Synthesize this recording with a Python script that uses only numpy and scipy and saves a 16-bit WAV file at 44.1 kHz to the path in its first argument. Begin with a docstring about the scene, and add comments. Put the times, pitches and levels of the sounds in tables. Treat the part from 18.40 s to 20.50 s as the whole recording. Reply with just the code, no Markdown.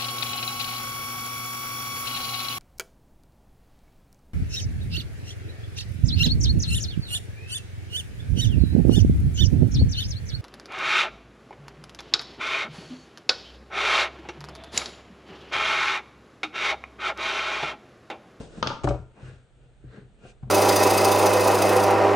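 """Two hard clacks, a wooden clatter with a low boom, then soft strokes on cloth in a quiet room.
Hands are working canvas round a small wooden frame. A hard tool clacks and rattles; the frame
drops back and rocks, ringing at each knock, and the wooden table top booms under it.
Fingers rub over the weave in short strokes and nudge the frame with muffled thuds."""
import sys
import numpy as np
from scipy import signal
from scipy.fft import rfft, irfft, next_fast_len
from scipy.io import wavfile
from scipy.ndimage import map_coordinates

SR = 44100
rng = np.random.default_rng(int(sys.argv[2]) if len(sys.argv) > 2 else 0)


def unload_wav(signal):
    """Save mono or channel-first audio to the path in sys.argv[1] as 16-bit WAV at rate SR, clipped to [-1, 1]."""
    wavfile.write(
        sys.argv[1],
        SR,
        np.round(np.clip(np.atleast_2d(signal).T, -1, 1) * 32767).astype(np.int16),
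    )


N = 92610  # 2.1 s
# A "fade" is the time a sound takes to drop by 60 dB; "softness" is the time it takes to build up.


def tool():
    """A hard tool clacks twice and rattles; each hit has a body and a bright crack."""
    # hits (time [s], body [dB], crack [dB], crack's treble limit [Hz])
    hits = [(0.2269, -17, -24, 6100), (0.2624, -27, -40, 6000), (0.2715, -25, -22.5, 8950),
            (0.302, -26.5, -53, 6000), (0.3181, -32, -55.5, 6000)]
    # tone of the body (frequency [Hz], level [dB])
    body_tone = [(50, -27.5), (120, -7), (190, -7.5), (270, -3.5), (350, -7), (580, -4), (720, -14),
                 (880, 1), (1050, -6.5), (1270, -3), (1550, -10.5), (2200, -31.5), (4000, -61.5)]
    # tone of the crack (frequency [Hz], level [dB])
    crack_tone = [(900, -9), (2200, -2), (3400, 4), (4000, -1.5), (4700, 1), (6400, -6.5), (7400, -21),
                  (9000, -19), (11000, -31.5), (15000, -43.5)]
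    # faint notes that linger in the table or room after a clack (frequency [Hz], level [dB], fade [s])
    lingering = [(646, -12.5, 0.62), (901, -12, 0.87), (957, -5, 0.24), (1175, -13, .3), (1220, 0, 0.58),
                 (1382, -11.5, 0.98), (1396, -10, 0.69)]
    linger_db, body_room_db, crack_room_db = -19, 18.5, 15.5
    out = np.zeros((2, N))
    low, high = click(body_tone), click(crack_tone)
    for s, body_db, crack_db, limit_hz in hits:
        bright = signal.sosfilt(signal.butter(4, limit_hz, fs=SR, output="sos"), high)
        body = amp(body_db) * burst(low, fade_s=.043, soft_s=.0003)
        crack = amp(crack_db) * burst(bright, fade_s=.022, soft_s=.0007)
        add(out, s, body + crack)
        add(out, s, amp(body_db + linger_db) * ring(lingering, soft_s=.004))
        into_room = amp(body_db + body_room_db) * low + amp(crack_db + crack_room_db) * bright
        add(out, s, room(into_room[None]))
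    return out


def frame():
    """The wooden frame knocks, ticks and rings on the table; where it lands colours each knock."""
    # knocks (time [s], wood [dB], ring [dB], tick [dB], softness [s], pitch [Hz])
    knocks = [(.435, -30, -38.5, -42.5, 0.00067, 900), (0.441, -18.5, -30.5, -35.5, 0.0015, 343),
              (.448, -27, -43, -54.5, 0.0012, 324), (.472, -19, -27, -52, 0.0013, 1034),
              (.485, -24, -43, -35.5, 0.0047, 283), (.507, -21.5, -29, -64, 0.00099, 630),
              (0.543, -29.5, -47, -69, 0.0011, 645)]
    # notes the frame rings at (frequency [Hz], level [dB], fade [s])
    notes = [(298.5, -3, .3), (319.7, -8.5, .3), (418.3, -12.5, 0.38), (478, -11, 0.3), (572.8, 2, 0.2),
             (649, -11, 0.19), (686, 2.5, 0.084), (747, -4.5, 0.2), (970, -21, 0.28), (1170, -12.5, 0.14)]
    # tone of knocked wood (frequency [Hz], level [dB])
    wood_tone = [(25, -36.5), (70, -23.5), (150, 11.5), (230, 0.5), (400, 10.5), (700, -0.5), (1000, -2),
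                 (1280, -5.5), (1600, -8), (2200, -28.5), (4000, -25.5), (9000, -39.5)]
    # tone of the sharp tick (frequency [Hz], level [dB])
    tick_tone = [(100, -36.5), (600, 14), (1600, -13.5), (2200, 7.5), (3500, -2.5), (6000, -3), (8800, -6),
                 (10000, -22), (15000, -31.5)]
    # colour from the landing spot (frequency [times the pitch], level [dB])
    spot_tone = [(.35, -15), (.7, 0), (1, -1.5), (1.3, -3.5), (2, -9)]
    knock_room_db, tick_room_db = -11.5, -7
    out = np.zeros((2, N))
    tick_click = click(tick_tone)
    hz = np.geomspace(25, SR / 2, 100)
    for s, wood_db, ring_db, tick_db, soft_s, pitch_hz in knocks:
        tone_db = along(wood_tone, hz) + along(tuned(spot_tone, pitch_hz), hz)
        wood_click = click(np.column_stack([hz, tone_db]))
        knock = amp(wood_db) * burst(wood_click, fade_s=.045, soft_s=soft_s)
        tick = amp(tick_db) * burst(tick_click, fade_s=.044, soft_s=soft_s)
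        add(out, s, knock + tick)
        add(out, s, room(amp(knock_room_db) * knock + amp(tick_room_db) * tick))
        add(out, s, amp(ring_db) * ring(notes, soft_s))
    return out


def table():
    """Each shove makes the table top sway deeply and boom like a drum."""
    # shoves (time [s], sway [dB], drum [dB])
    shoves = [(.003, -46, -46.5), (0.136, -74.5, -54.5), (0.174, -48, -56.5), (.215, -57.5, -37),
              (0.26, -50.5, -29.5), (0.4424, -28, -19.5), (0.4918, -27, -25.5), (0.598, -48, -33.5),
              (0.828, -49.5, -35), (.882, -58, -38.5), (.935, -57.5, -40.5), (1.211, -54.5, -50.5),
              (1.258, -65.5, -48.5), (1.402, -53.5, -54.5), (1.445, -44.5, -37), (1.558, -67, -49.5),
              (1.621, -64.5, -46.5), (1.837, -78.5, -44.5), (2.029, -43, -31)]
    # notes of the sway (frequency [Hz], level [dB], fade [s])
    sway_notes = [(58.4, 7.5, 0.2), (78.4, -8, 0.46)]
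    # notes of the drumming (frequency [Hz], level [dB], fade [s])
    drum_notes = [(95, -4, 0.18), (125.16, 0, .36)]
    low_cut_hz = 44.3
    sway, drum = ring(sway_notes, soft_s=.005), ring(drum_notes, soft_s=.0018)
    out = np.zeros(N)
    for s, sway_db, drum_db in shoves:
        add(out, s, amp(sway_db) * sway + amp(drum_db) * drum)
    return signal.sosfilt(signal.butter(4, low_cut_hz, "high", fs=SR, output="sos"), out)


def fingers():
    """Fingers bump the cloth-covered frame: muffled thuds, each with a brief note."""
    # bumps (time [s], level [dB], softness [s], pitch [Hz])
    bumps = [(.003, -32.5, 0.0015, 192), (.007, -36, 0.001, 490), (0.049, -46.5, 0.0036, 462),
             (0.171, -35, 0.0033, 200), (.176, -40, 0.0042, 440), (.884, -59.5, 0.004, 370),
             (1.438, -47, 0.0026, 326), (1.574, -41.5, 0.0015, 423), (1.577, -42.5, 0.0033, 196),
             (1.623, -48.5, 0.00079, 219), (1.827, -57, 0.0027, 274), (1.851, -43, 0.0018, 467),
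             (2.027, -43.5, .002, 219), (2.028, -46.5, 0.0038, 725), (2.070, -40, 0.0028, 221),
             (2.075, -59, .004, 790)]
    # tone of a thud (frequency [times the pitch], level [dB])
    thud_tone = [(.06, -39), (.25, -17.5), (.55, -10.5), (.85, 1), (1, 1), (1.2, -6), (1.7, -11),
                 (2.6, -24.5), (5, -33.5), (15, -59), (30, -84)]
    note_db, note_fade_s, room_db = 2, .06, -3.5
    out = np.zeros((2, N))
    for s, db, soft_s, pitch_hz in bumps:
        thud = amp(db) * burst(click(tuned(thud_tone, pitch_hz)), fade_s=.045, soft_s=soft_s)
        add(out, s, thud)
        add(out, s, amp(db) * ring([(pitch_hz, note_db, note_fade_s)], soft_s))
        add(out, s, amp(room_db) * room(thud))
    return out


def cloth():
    """Strokes over the canvas swell and die away, grainy and rasping from the weave."""
    # strokes (peak time [s], 20 dB rise [s], 20 dB fall [s],
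    # drag [dB], rub [dB], rasp [dB], hiss [dB], rub pitch [Hz])
    strokes = [(.015, 0.15, 0.1, -45, -59.5, -63.5, -55, 1620),
               (.18, .12, .13, -46.5, -56, -64.5, -58.5, 1490),
               (0.786, 0.06, 0.082, -56, -59, -70, -108, 900),
               (0.869, 0.13, .16, -52, -56, -63, -63.5, 1590),
               (1.249, 0.11, 0.06, -63, -82, -73, -84, 1500),
               (1.566, .13, .10, -52.5, -56, -71, -71.5, 1620),
               (1.853, 0.077, 0.065, -51, -64, -60.5, -68, 1470),
               (1.895, 0.051, 0.048, -71, -65.5, -60, -60.5, 2440)]
    # tone of the low drag (frequency [Hz], level [dB])
    drag_tone = [(25, -35), (90, -13), (190, 2.5), (300, -4), (460, 0.5), (700, -11.5), (1100, -20.5),
                 (2000, -39), (5000, -78.5)]
    # tone of the rub (frequency [times the pitch], level [dB])
    rub_tone = [(.08, -51), (.3, -25), (.62, -6.5), (.82, 3), (1, 6), (1.2, -1), (1.5, -9.5), (2, -12.5),
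                (2.65, -10), (3.2, -30), (5, -36), (8, -76)]
    # tone of the weave's rasp (frequency [Hz], level [dB])
    rasp_tone = [(600, -64.5), (1100, -31), (1330, -21.5), (1395, 2.5), (1470, -1.5), (1620, -2.5),
                 (1800, -27.5), (2250, -12), (2500, 0), (2660, -7), (2810, 1), (2960, -24.5), (3600, -26.5),
                 (7000, -71)]
    # tone of the high hiss (frequency [Hz], level [dB])
    hiss_tone = [(300, -49.5), (1500, -16), (3000, 4), (4700, 0), (6500, -0.5), (8700, -1.5), (9500, 0),
                 (10200, -38), (12000, -50)]
    grain_hz, grain_db = 346, .5  # a slight, fast flicker in loudness
    t, out = np.arange(N) / SR, np.zeros((2, N))
    flicker = map_coordinates(rng.standard_normal(N // 8), [t * grain_hz])
    drag, rasp, hiss = noise(drag_tone), noise(rasp_tone), noise(hiss_tone)
    for s, rise, fall, drag_db, rub_db, rasp_db, hiss_db, pitch_hz in strokes:
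        from_peak = np.maximum((s - t) / rise, (t - s) / fall)
        swell = amp(-20 * from_peak ** 1.56)
        rub = noise(tuned(rub_tone, pitch_hz))
        friction = amp(drag_db) * drag + amp(rub_db) * rub + amp(rasp_db) * rasp + amp(hiss_db) * hiss
        out += swell * friction
    return out * unit(amp(grain_db * flicker))


def room(x):
    """The room answers a blow with a short wash of echoes."""
    # how long the echoes last (frequency [Hz], fade [s])
    fades = [(60, .35), (300, 0.52), (650, 0.34), (1100, 0.46), (4000, 0.37), (9000, 0.37)]
    soft_s = .003
    hz, t, bands = signal.stft(rng.standard_normal((2, SR // 2)), SR, nperseg=256)
    dying = amp(-60 * t / along(fades, hz)[:, None])
    building = 1 - np.exp(-t / soft_s)
    tail = signal.istft(bands * dying * building, SR, nperseg=256)[1]
    tail /= np.linalg.norm(tail[0])
    return spread(signal.fftconvolve(x.mean(0)[None], tail, axes=1))


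def background():
    """Steady room rumble and microphone hiss."""
    # tone of the quiet room (frequency [Hz], level [dB])
    quiet_tone = [(15, -28.5), (30, -14.5), (41, 2), (56, -2.5), (86, -14), (125, -6), (170, -13),
                  (300, -18.5), (450, -17.5), (700, -22.5), (1050, -33), (1400, -26.5), (2000, -33.5),
                  (3300, -33.5), (4500, -40.5), (5300, -47), (8600, -37.5), (9300, -41.5), (10500, -64.5),
                  (13000, -61), (15000, -58.5)]
    return amp(db=-59) * noise(quiet_tone)


def burst(colour, fade_s, soft_s):
    """One contact: quickly dying chatter that takes on the tone of the click `colour`."""
    t = np.arange(SR // 8) / SR
    chatter = np.sign(rng.standard_normal((2, len(t))))
    dying = amp(-60 * np.maximum(t - soft_s, 0) / fade_s)
    building = np.minimum(t / soft_s, 1)
    return spread(signal.fftconvolve(chatter * dying * building, colour[None], axes=1))


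def ring(notes, soft_s):
    """Pure notes that start softly and die away."""
    t = np.arange(SR * 3 // 4) / SR
    ringing = sum(amp(db - 60 * t / fade_s) * np.sin(2 * np.pi * hz * t) for hz, db, fade_s in notes)
    return ringing * (1 - np.exp(-t / soft_s))


def click(tone, size=2048):
    """A single click with the given tone and an energy of 1."""
    gain = amp(along(tone, np.fft.rfftfreq(size, 1 / SR)))
    cepstrum = irfft(np.log(gain + 1e-6))
    # folding this onto its first half packs the energy at the click's start
    cepstrum[1:size // 2] *= 2
    cepstrum[size // 2 + 1:] = 0
    pulse = irfft(np.exp(rfft(cepstrum)))
    return pulse / np.linalg.norm(pulse)


def noise(tone):
    """Steady stereo noise with the given tone."""
    white = rng.standard_normal((2, N))
    return unit(spread(filtered(white, lambda hz: amp(along(tone, hz)))))


def spread(pair):
    """Turn two unrelated signals into left and right: bass narrow, treble wide."""
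    # stereo width (frequency [Hz], sides over middle [dB])
    width = [(40, -18.5), (130, -15.5), (500, -12.5), (1100, -8), (2200, -1), (4200, -4), (8000, -11)]
    side = filtered(pair[1], lambda hz: amp(along(width, hz)))[:pair.shape[1]]
    return np.array([pair[0] + side, pair[0] - side])


def filtered(x, gain_at):
    """Turn each frequency of x up or down by gain_at(hz)."""
    size = next_fast_len(N + SR // 2)
    hz = np.fft.rfftfreq(size, 1 / SR)
    return irfft(rfft(x, size) * gain_at(hz), size)[..., :N]


def tuned(tone, pitch_hz):
    """Turn multiples of a pitch into Hz."""
    return [(multiple * pitch_hz, db) for multiple, db in tone]


def along(points, hz):
    """Read between (frequency, value) points, with octaves about evenly spaced."""
    point_hz, values = np.transpose(points)
    return np.interp(np.log(hz + 1), np.log(point_hz + 1), values)


def add(out, s, x):
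    """Mix x into out, starting at s seconds."""
    start = max(0, round(s * SR))
    out[..., start:start + x.shape[-1]] += x[..., :max(0, N - start)]


def amp(db):
    """Turn decibels into a multiplier."""
    return 10 ** (np.asarray(db) / 20)


def unit(x):
    """Scale x to an average (rms) level of 1."""
    return x / np.sqrt(np.mean(x ** 2) + 1e-20)


def scene():
    """All the sounds together, with the low notes leaning left."""
    # balance (frequency [Hz], left over right [dB])
    balance = [(30, -36.5), (60, 10), (130, 1.5), (300, 2), (600, 4.5), (1200, 2.5), (2500, -0.5),
               (8000, 0.5)]
    sound = tool() + frame() + fingers() + table() + cloth() + background()
    return filtered(sound, lambda hz: amp(np.outer([.5, -.5], along(balance, hz))))


def record(dry):
    """The recorder dulls the top treble and keeps nothing above its upper limit."""
    dull_hz, dull_db, slope_width_hz, limit_hz = 9200, -15.5, 400, 15400

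    def gain_at(hz):
        dullness = np.clip((hz - dull_hz) / slope_width_hz + .5, 0, 1)
        return amp(dull_db * dullness) * (hz < limit_hz)

    return filtered(dry, gain_at)


dry = scene()
out = record(dry)
unload_wav(out)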